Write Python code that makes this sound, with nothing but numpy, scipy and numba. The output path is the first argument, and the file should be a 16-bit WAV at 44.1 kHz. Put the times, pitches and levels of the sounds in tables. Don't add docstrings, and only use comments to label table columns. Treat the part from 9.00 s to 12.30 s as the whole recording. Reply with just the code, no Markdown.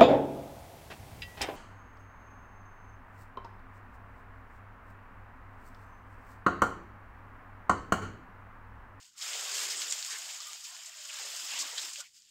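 import sys
import numpy as np
from scipy import signal
from scipy.fft import rfft, irfft, next_fast_len
from scipy.io import wavfile
from numba import njit

SR = 44100
rng = np.random.default_rng(int(sys.argv[2]) if len(sys.argv) > 2 else 0)


def persist_wave(psi):
    counts = np.round(np.clip(psi, -1, 1) * 32767).astype(np.int16)
    wavfile.write(sys.argv[1], SR, np.atleast_2d(counts).T)


N = 145530
TIME = np.arange(N) / SR


def from_db(db):
    return 10 ** (np.asarray(db) / 20)


def rms_one(x):
    return x / np.sqrt(np.mean(x ** 2) + 1e-20)


def level(rows):
    return from_db(np.interp(TIME, *np.transpose(rows)))


def drift(hz):
    r = np.exp(-40 * np.pi * hz / SR)
    slow = signal.lfilter([1], [1, -2 * r, r * r], rng.standard_normal(N // 20 + 1002))[1000:]
    return np.interp(np.arange(N) / 20, np.arange(len(slow)), rms_one(slow))


def colour(x, points):
    size = 2 * next_fast_len(N // 2 + SR // 10)
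    hz, db = np.transpose(points)
    grid = np.maximum(np.arange(size // 2 + 1) * SR / size, 1)
    gain = from_db(np.interp(np.log(grid), np.log(hz), db))
    cepstrum = irfft(np.log(gain))[:size // 2]
    cepstrum[1:] *= 2
    return irfft(rfft(x, size) * np.exp(rfft(cepstrum, size)))[:len(x)]


def resonate(x, hz, width_hz):
    r = np.exp(-np.pi * width_hz / SR)
    feedback = [1, -2 * r * np.cos(2 * np.pi * hz / SR), r * r]
    return signal.lfilter(np.array([1, 0, -1]) * (1 - r * r) / 2, feedback, x + 1e-18)


@njit
def moving_highpass(x, step, damping):
    out, low, band = np.zeros(len(x)), 0.0, 0.0
    for i in range(len(x)):
        low += step[i] * band
        out[i] = x[i] - low - damping * band
        band += step[i] * out[i]
    return out


def slips(per_s, spread_db):
    out = np.zeros(N)
    when, chance, side = rng.random((int(per_s * N / SR) + 1, 3)).T
    size = from_db(-spread_db * np.log(np.maximum(chance, .004)))
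    out[(when * N).astype(int)] = size * np.sign(side - .5)
    return rms_one(out)


def add(out, s, sound):
    i = int(s * SR)
    out[i:i + len(sound)] += sound[:N - i]


# f/Hz, gain/dB
AIR_EQ = [(20, -5), (50, -1.5), (85, 0.5), (150, -1), (250, -3.5), (1000, -19.5), (8000, -25.5)]

def air():
    return from_db(-85) * rms_one(colour(rng.standard_normal(N), AIR_EQ))


# f/Hz, gain/dB
LEAF_EQ = [(600, -49.5), (1000, -30.5), (1500, -15.5), (2400, -8.5), (3300, -1.5), (4000, -4), (5300, 0.5),
           (6050, -4), (7000, 3), (7900, -1), (8700, -4.5), (12000, -12), (16000, -10.5)]
# t/s, level/dB
SLIDE_ENVELOPE = [(0, -58), (.015, -55.5), (.08, -59), (.115, -65.5), (.155, -65), (.18, -47),
                  (.205, -45.5), (.225, -39.5), (.4, -39), (.52, -37), (.62, -36.5), (.75, -38), (.87, -39),
                  (1.0, -41), (1.15, -41.5), (1.35, -42.5), (1.38, -46), (1.42, -44), (1.55, -45.5),
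                  (1.595, -49.5), (1.66, -45), (1.78, -49.5), (1.88, -47), (1.925, -51), (2.0, -46),
                  (2.2, -42), (2.55, -39), (2.63, -40.5), (2.74, -43), (2.85, -38), (2.92, -45.5),
                  (3.01, -43), (3.028, -56), (3.07, -56.5), (3.1, -64), (3.13, -64), (3.165, -56),
                  (3.26, -65), (3.3, -60)]

def leaves(ring_s=0.00061, hiss_share=0.53):
    clicks = slips(per_s=3000, spread_db=2)
    out, t = 0, TIME[:SR // 100]
    edges = np.geomspace(500, 17000, 15)
    for low, high in zip(edges, edges[1:]):
        burst = rng.standard_normal(len(t)) * np.exp(-t / ring_s)
        band = signal.butter(2, [low, high], "band", fs=SR, output="sos")
        grains = signal.sosfilt(band, signal.fftconvolve(clicks * rng.standard_normal(N), burst)[:N])
        hiss = signal.sosfilt(band, rng.standard_normal(N))
        blend = np.sqrt(1 - hiss_share) * rms_one(grains) + np.sqrt(hiss_share) * rms_one(hiss)
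        flicker = from_db(1.28 * drift(hz=25))
        out = out + np.sqrt(high - low) * blend * flicker
    clumps = from_db(0.66 * drift(hz=50))
    return rms_one(colour(out, LEAF_EQ) * clumps) * level(SLIDE_ENVELOPE) * from_db(1.5)


def ticks(per_s=120, spread_db=3, decay_s=0.00092):
    out, t = np.zeros(N), TIME[:SR // 100]
    for when, size, pitch in rng.random((int(per_s * N / SR), 3)):
        burst = rng.standard_normal(len(t)) * np.exp(-t / decay_s)
        tick = burst + 2 * resonate(burst, 1500 * 6 ** pitch, width_hz=1200)
        add(out, when * N / SR, tick * from_db(-spread_db * np.log(max(size, .02))))
    return rms_one(colour(out, LEAF_EQ)) * level(SLIDE_ENVELOPE) * from_db(-12.5)


# f/Hz, gain/dB
SHEATH_EQ = [(300, -76), (600, -38.5), (820, -11), (1000, -4), (1300, -0.5), (1800, -1), (2600, -0.5),
             (4500, -3.5), (9000, -41.5)]
# t/s, level/dB
RASP_ENVELOPE = [(0, -67), (.05, -69.5), (.11, -87), (.155, -69.5), (.225, -47.5), (.5, -47), (.6, -43.5),
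                 (.76, -49), (.83, -49), (1.05, -52.5), (1.14, -47.5), (1.2, -54), (1.53, -54), (1.6, -60),
                 (1.72, -57), (1.92, -58), (2.07, -57.5), (2.13, -49), (2.46, -52.5), (2.56, -44.5),
                 (2.7, -48.5), (2.86, -50.5), (2.96, -59), (3.01, -53.5), (3.07, -76), (3.1, -85),
                 (3.3, -88)]

def sheaths(slips_per_s=9000, count=22, q=14):
    out = np.zeros(N)
    for k, hz in enumerate(np.geomspace(804.4, 4416, count)):
        ring = resonate(slips(slips_per_s / count, spread_db=2), hz, hz / q)
        flicker = from_db(3.5 * drift(hz=13.7))
        out += (-1) ** k * ring * flicker
    return rms_one(colour(out, SHEATH_EQ)) * level(RASP_ENVELOPE) * from_db(2.5)


# f/Hz, gain/dB
STALK_EQ = [(200, 0), (300, -4), (450, -3), (750, -0.5), (1100, -1.5), (1800, -20), (4000, -48)]
# t/s, level/dB before trim, high-pass corner f/Hz
CRUNCH_ENVELOPE = [(0, -84, 700), (.09, -100, 800), (.17, -79, 800), (.24, -61.5, 456), (.35, -52, 420),
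                   (.5, -56, 410), (.63, -53.5, 356), (.76, -56.5, 306), (.87, -58.5, 305),
                   (.96, -58.5, 483), (1.02, -62, 580), (1.1, -68, 580), (1.2, -60.5, 580),
                   (1.42, -64.5, 596), (1.55, -65, 600), (1.64, -77, 630), (1.72, -66, 650),
                   (1.82, -69.5, 706), (1.93, -75, 593), (2.16, -78, 573), (2.21, -57, 400),
                   (2.33, -60.5, 415), (2.43, -63, 577), (2.58, -54.5, 515), (2.75, -58.5, 505),
                   (2.88, -62, 515), (2.94, -76, 690), (3.02, -67, 640), (3.1, -100, 685)]

def stalks():
    s, db, corner_hz = np.transpose(CRUNCH_ENVELOPE)
    step = 2 * np.pi * np.interp(TIME, s, corner_hz) / SR
    crunch = colour(slips(per_s=2500, spread_db=2.5), STALK_EQ)
    for damping in (0.67, 1.0, 1.0):
        crunch = moving_highpass(crunch, step, damping)
    return rms_one(crunch) * from_db(np.interp(TIME, s, db) + 0.5)


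# t/s, length/s, level/dB, f/Hz
RUB_CUES = [(0.011, 0.037, -80, 720), (.01, 0.084, -79, 1017), (0.062, 0.073, -79.5, 1480),
            (1.118, 0.055, -66, 428), (1.172, 0.1, -76, 320), (1.394, 0.022, -53.5, 1166),
            (1.454, 0.073, -56, 1217), (1.496, 0.082, -79, 365), (1.693, 0.066, -62.5, 1040),
            (1.693, .13, -72, 675), (1.875, 0.039, -67, 660), (1.948, 0.24, -67.5, 607),
            (2.406, 0.063, -71, 312), (2.497, 0.07, -72, 267), (2.564, 0.12, -65.5, 295),
            (2.833, 0.064, -67.5, 336), (2.977, 0.029, -60, 596)]

def rubs(width_hz=83, fade_s=0.011):
    out = np.zeros(N)
    for s, length, db, hz in RUB_CUES:
        envelope = np.clip(np.minimum(TIME - s, s + length - TIME) / fade_s, 0, 1)
        friction = slips(per_s=900, spread_db=0.6)
        ring = resonate(resonate(friction, hz, width_hz), hz, 2 * width_hz)
        out += from_db(db) * np.sqrt(length * SR / N) * rms_one(envelope * ring)
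    return out


# f/Hz, gain/dB
SNAP_EQ = [(150, -29), (600, -32.5), (1500, -2), (3200, 1.5), (6000, -0.5), (7500, 1), (16000, -29.5)]
# t/s, peak level/dB before EQ, ring f/Hz
SNAP_CUES = [(0.18, -37, 7000), (0.224, -23, 7500), (.3325, -21, 3500), (0.355, -26, 7000),
             (.435, -23, 7000), (0.5677, -27, 7000), (0.592, -26, 2600), (0.7726, -28, 7500),
             (0.8181, -20, 1780), (0.9102, -16, 7400), (0.9239, -12, 7400), (.9795, -26, 13000),
             (.992, -25, 10100), (1.0265, -20.5, 4400), (1.044, -24, 13000), (1.0484, -19.5, 7300),
             (1.404, -22, 11100), (1.5317, -23.5, 6700), (1.6498, -33, 4200), (1.766, -33, 1500),
             (1.861, -38, 6300), (2.1875, -27.5, 2500), (2.365, -20.5, 11000), (2.594, -19, 7700),
             (2.612, -17.5, 5130), (2.781, -17, 3270), (2.934, -28, 7450), (2.9584, -24.5, 2920),
             (3.0042, -29, 7700), (3.083, -54, 7000), (3.2207, -42, 6000)]

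def snaps(decay_s=0.0014, tail_s=0.011):
    out, t = np.zeros(N), TIME[:SR // 20]
    for s, db, hz in SNAP_CUES:
        splinter = from_db(-16 + .3 * (db + 16))
        envelope = np.exp(-t / decay_s) + splinter * np.exp(-t / tail_s)
        burst = rng.choice([-1, 1], len(t)) * envelope
        low_cut = signal.butter(2, 0.46 * hz, "high", fs=SR, output="sos")
        crack = signal.sosfilt(low_cut, resonate(burst, hz, width_hz=730) + from_db(0.5) * burst)
        add(out, s, from_db(db) * crack / np.abs(crack).max())
    return colour(out, SNAP_EQ)


# t/s, length/s, level/dB, centre f/Hz, resonance width/Hz
SWISH_CUES = [(0.211, .028, -38.5, 4060, 2480), (0.54, 0.13, -37, 5900, 6300),
              (0.696, 0.042, -34.5, 5200, 3530), (0.769, 0.055, -38, 7540, 1500),
              (0.814, 0.029, -36.5, 5000, 5000), (0.898, 0.024, -34.5, 7300, 2200),
              (0.92, 0.013, -25.5, 7300, 1800), (1.1, 0.048, -38, 5800, 3970),
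              (1.102, 0.075, -45, 1800, 597), (1.287, 0.035, -45, 2700, 1520),
              (1.638, 0.031, -42, 5140, 3500), (1.856, 0.028, -42.5, 7100, 2200),
              (2.091, 0.028, -41.5, 2600, 800), (2.501, 0.1, -41, 2740, 1300),
              (2.584, 0.054, -33.5, 5560, 3900), (2.775, 0.027, -33, 3680, 1210),
              (2.813, 0.028, -42, 6030, 4030), (2.93, 0.022, -39, 6800, 3000),
              (3.001, 0.02, -38.5, 5670, 4970), (3.034, 0.051, -57.5, 2360, 900)]

def swishes(attack_s=0.0037, release_s=0.018):
    out = np.zeros(N)
    for s, length, db, hz, width_hz in SWISH_CUES:
        envelope = np.clip((TIME - s) / attack_s, 0, 1) * np.clip((s + length - TIME) / release_s, 0, 1)
        friction = slips(per_s=7000, spread_db=1)
        swish = resonate(resonate(friction, hz, width_hz), hz, 2 * width_hz)
        out += from_db(db) * envelope * rms_one(swish)
    return out


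# t/s, peak level/dB, f/Hz
KNOCK_CUES = [(0.35, -56, 464), (.518, -51, 410), (.648, -52.5, 343), (2.19, -46, 830), (2.336, -50, 640),
              (2.73, -50, 495), (3.003, -42.5, 1410)]

def knocks(contact_s=0.0052, width_hz=97):
    out, t = np.zeros(N), TIME[:SR // 5]
    for s, db, hz in KNOCK_CUES:
        push = rng.standard_normal(len(t)) * t * np.exp(-t / (contact_s / 2))
        ring = resonate(resonate(push, hz, width_hz), hz, hz / 2)
        add(out, s, from_db(db) * ring / np.abs(ring).max())
    return out


def stem_scatter(x, decay_s=0.011, wet_db=-5):
    t = TIME[:SR // 5]
    tail = rng.standard_normal(len(t)) * np.sqrt(t) * np.exp(-t / decay_s)
    return x + from_db(wet_db) * signal.fftconvolve(x, tail / np.linalg.norm(tail))[:N]


def scene():
    rustle = air() + leaves() + sheaths() + stalks() + rubs() + swishes()
    mono = rustle + stem_scatter(snaps() + knocks()) + ticks()
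    return np.array([mono, mono])


# f/Hz, gain/dB
MIC_EQ = [(8400, -1.5), (8850, -6), (9300, -14.5), (10100, -8), (11200, -9), (12800, -3.5), (13900, -11.5),
          (15300, -7)]

def record(dry, cutoff_hz=15700):
    high_cut = signal.ellip(12, .1, 75, cutoff_hz, fs=SR, output="sos")
    return signal.sosfilt(high_cut, np.array([colour(channel, MIC_EQ) for channel in dry]))


dry = scene()
out = record(dry)
persist_wave(out)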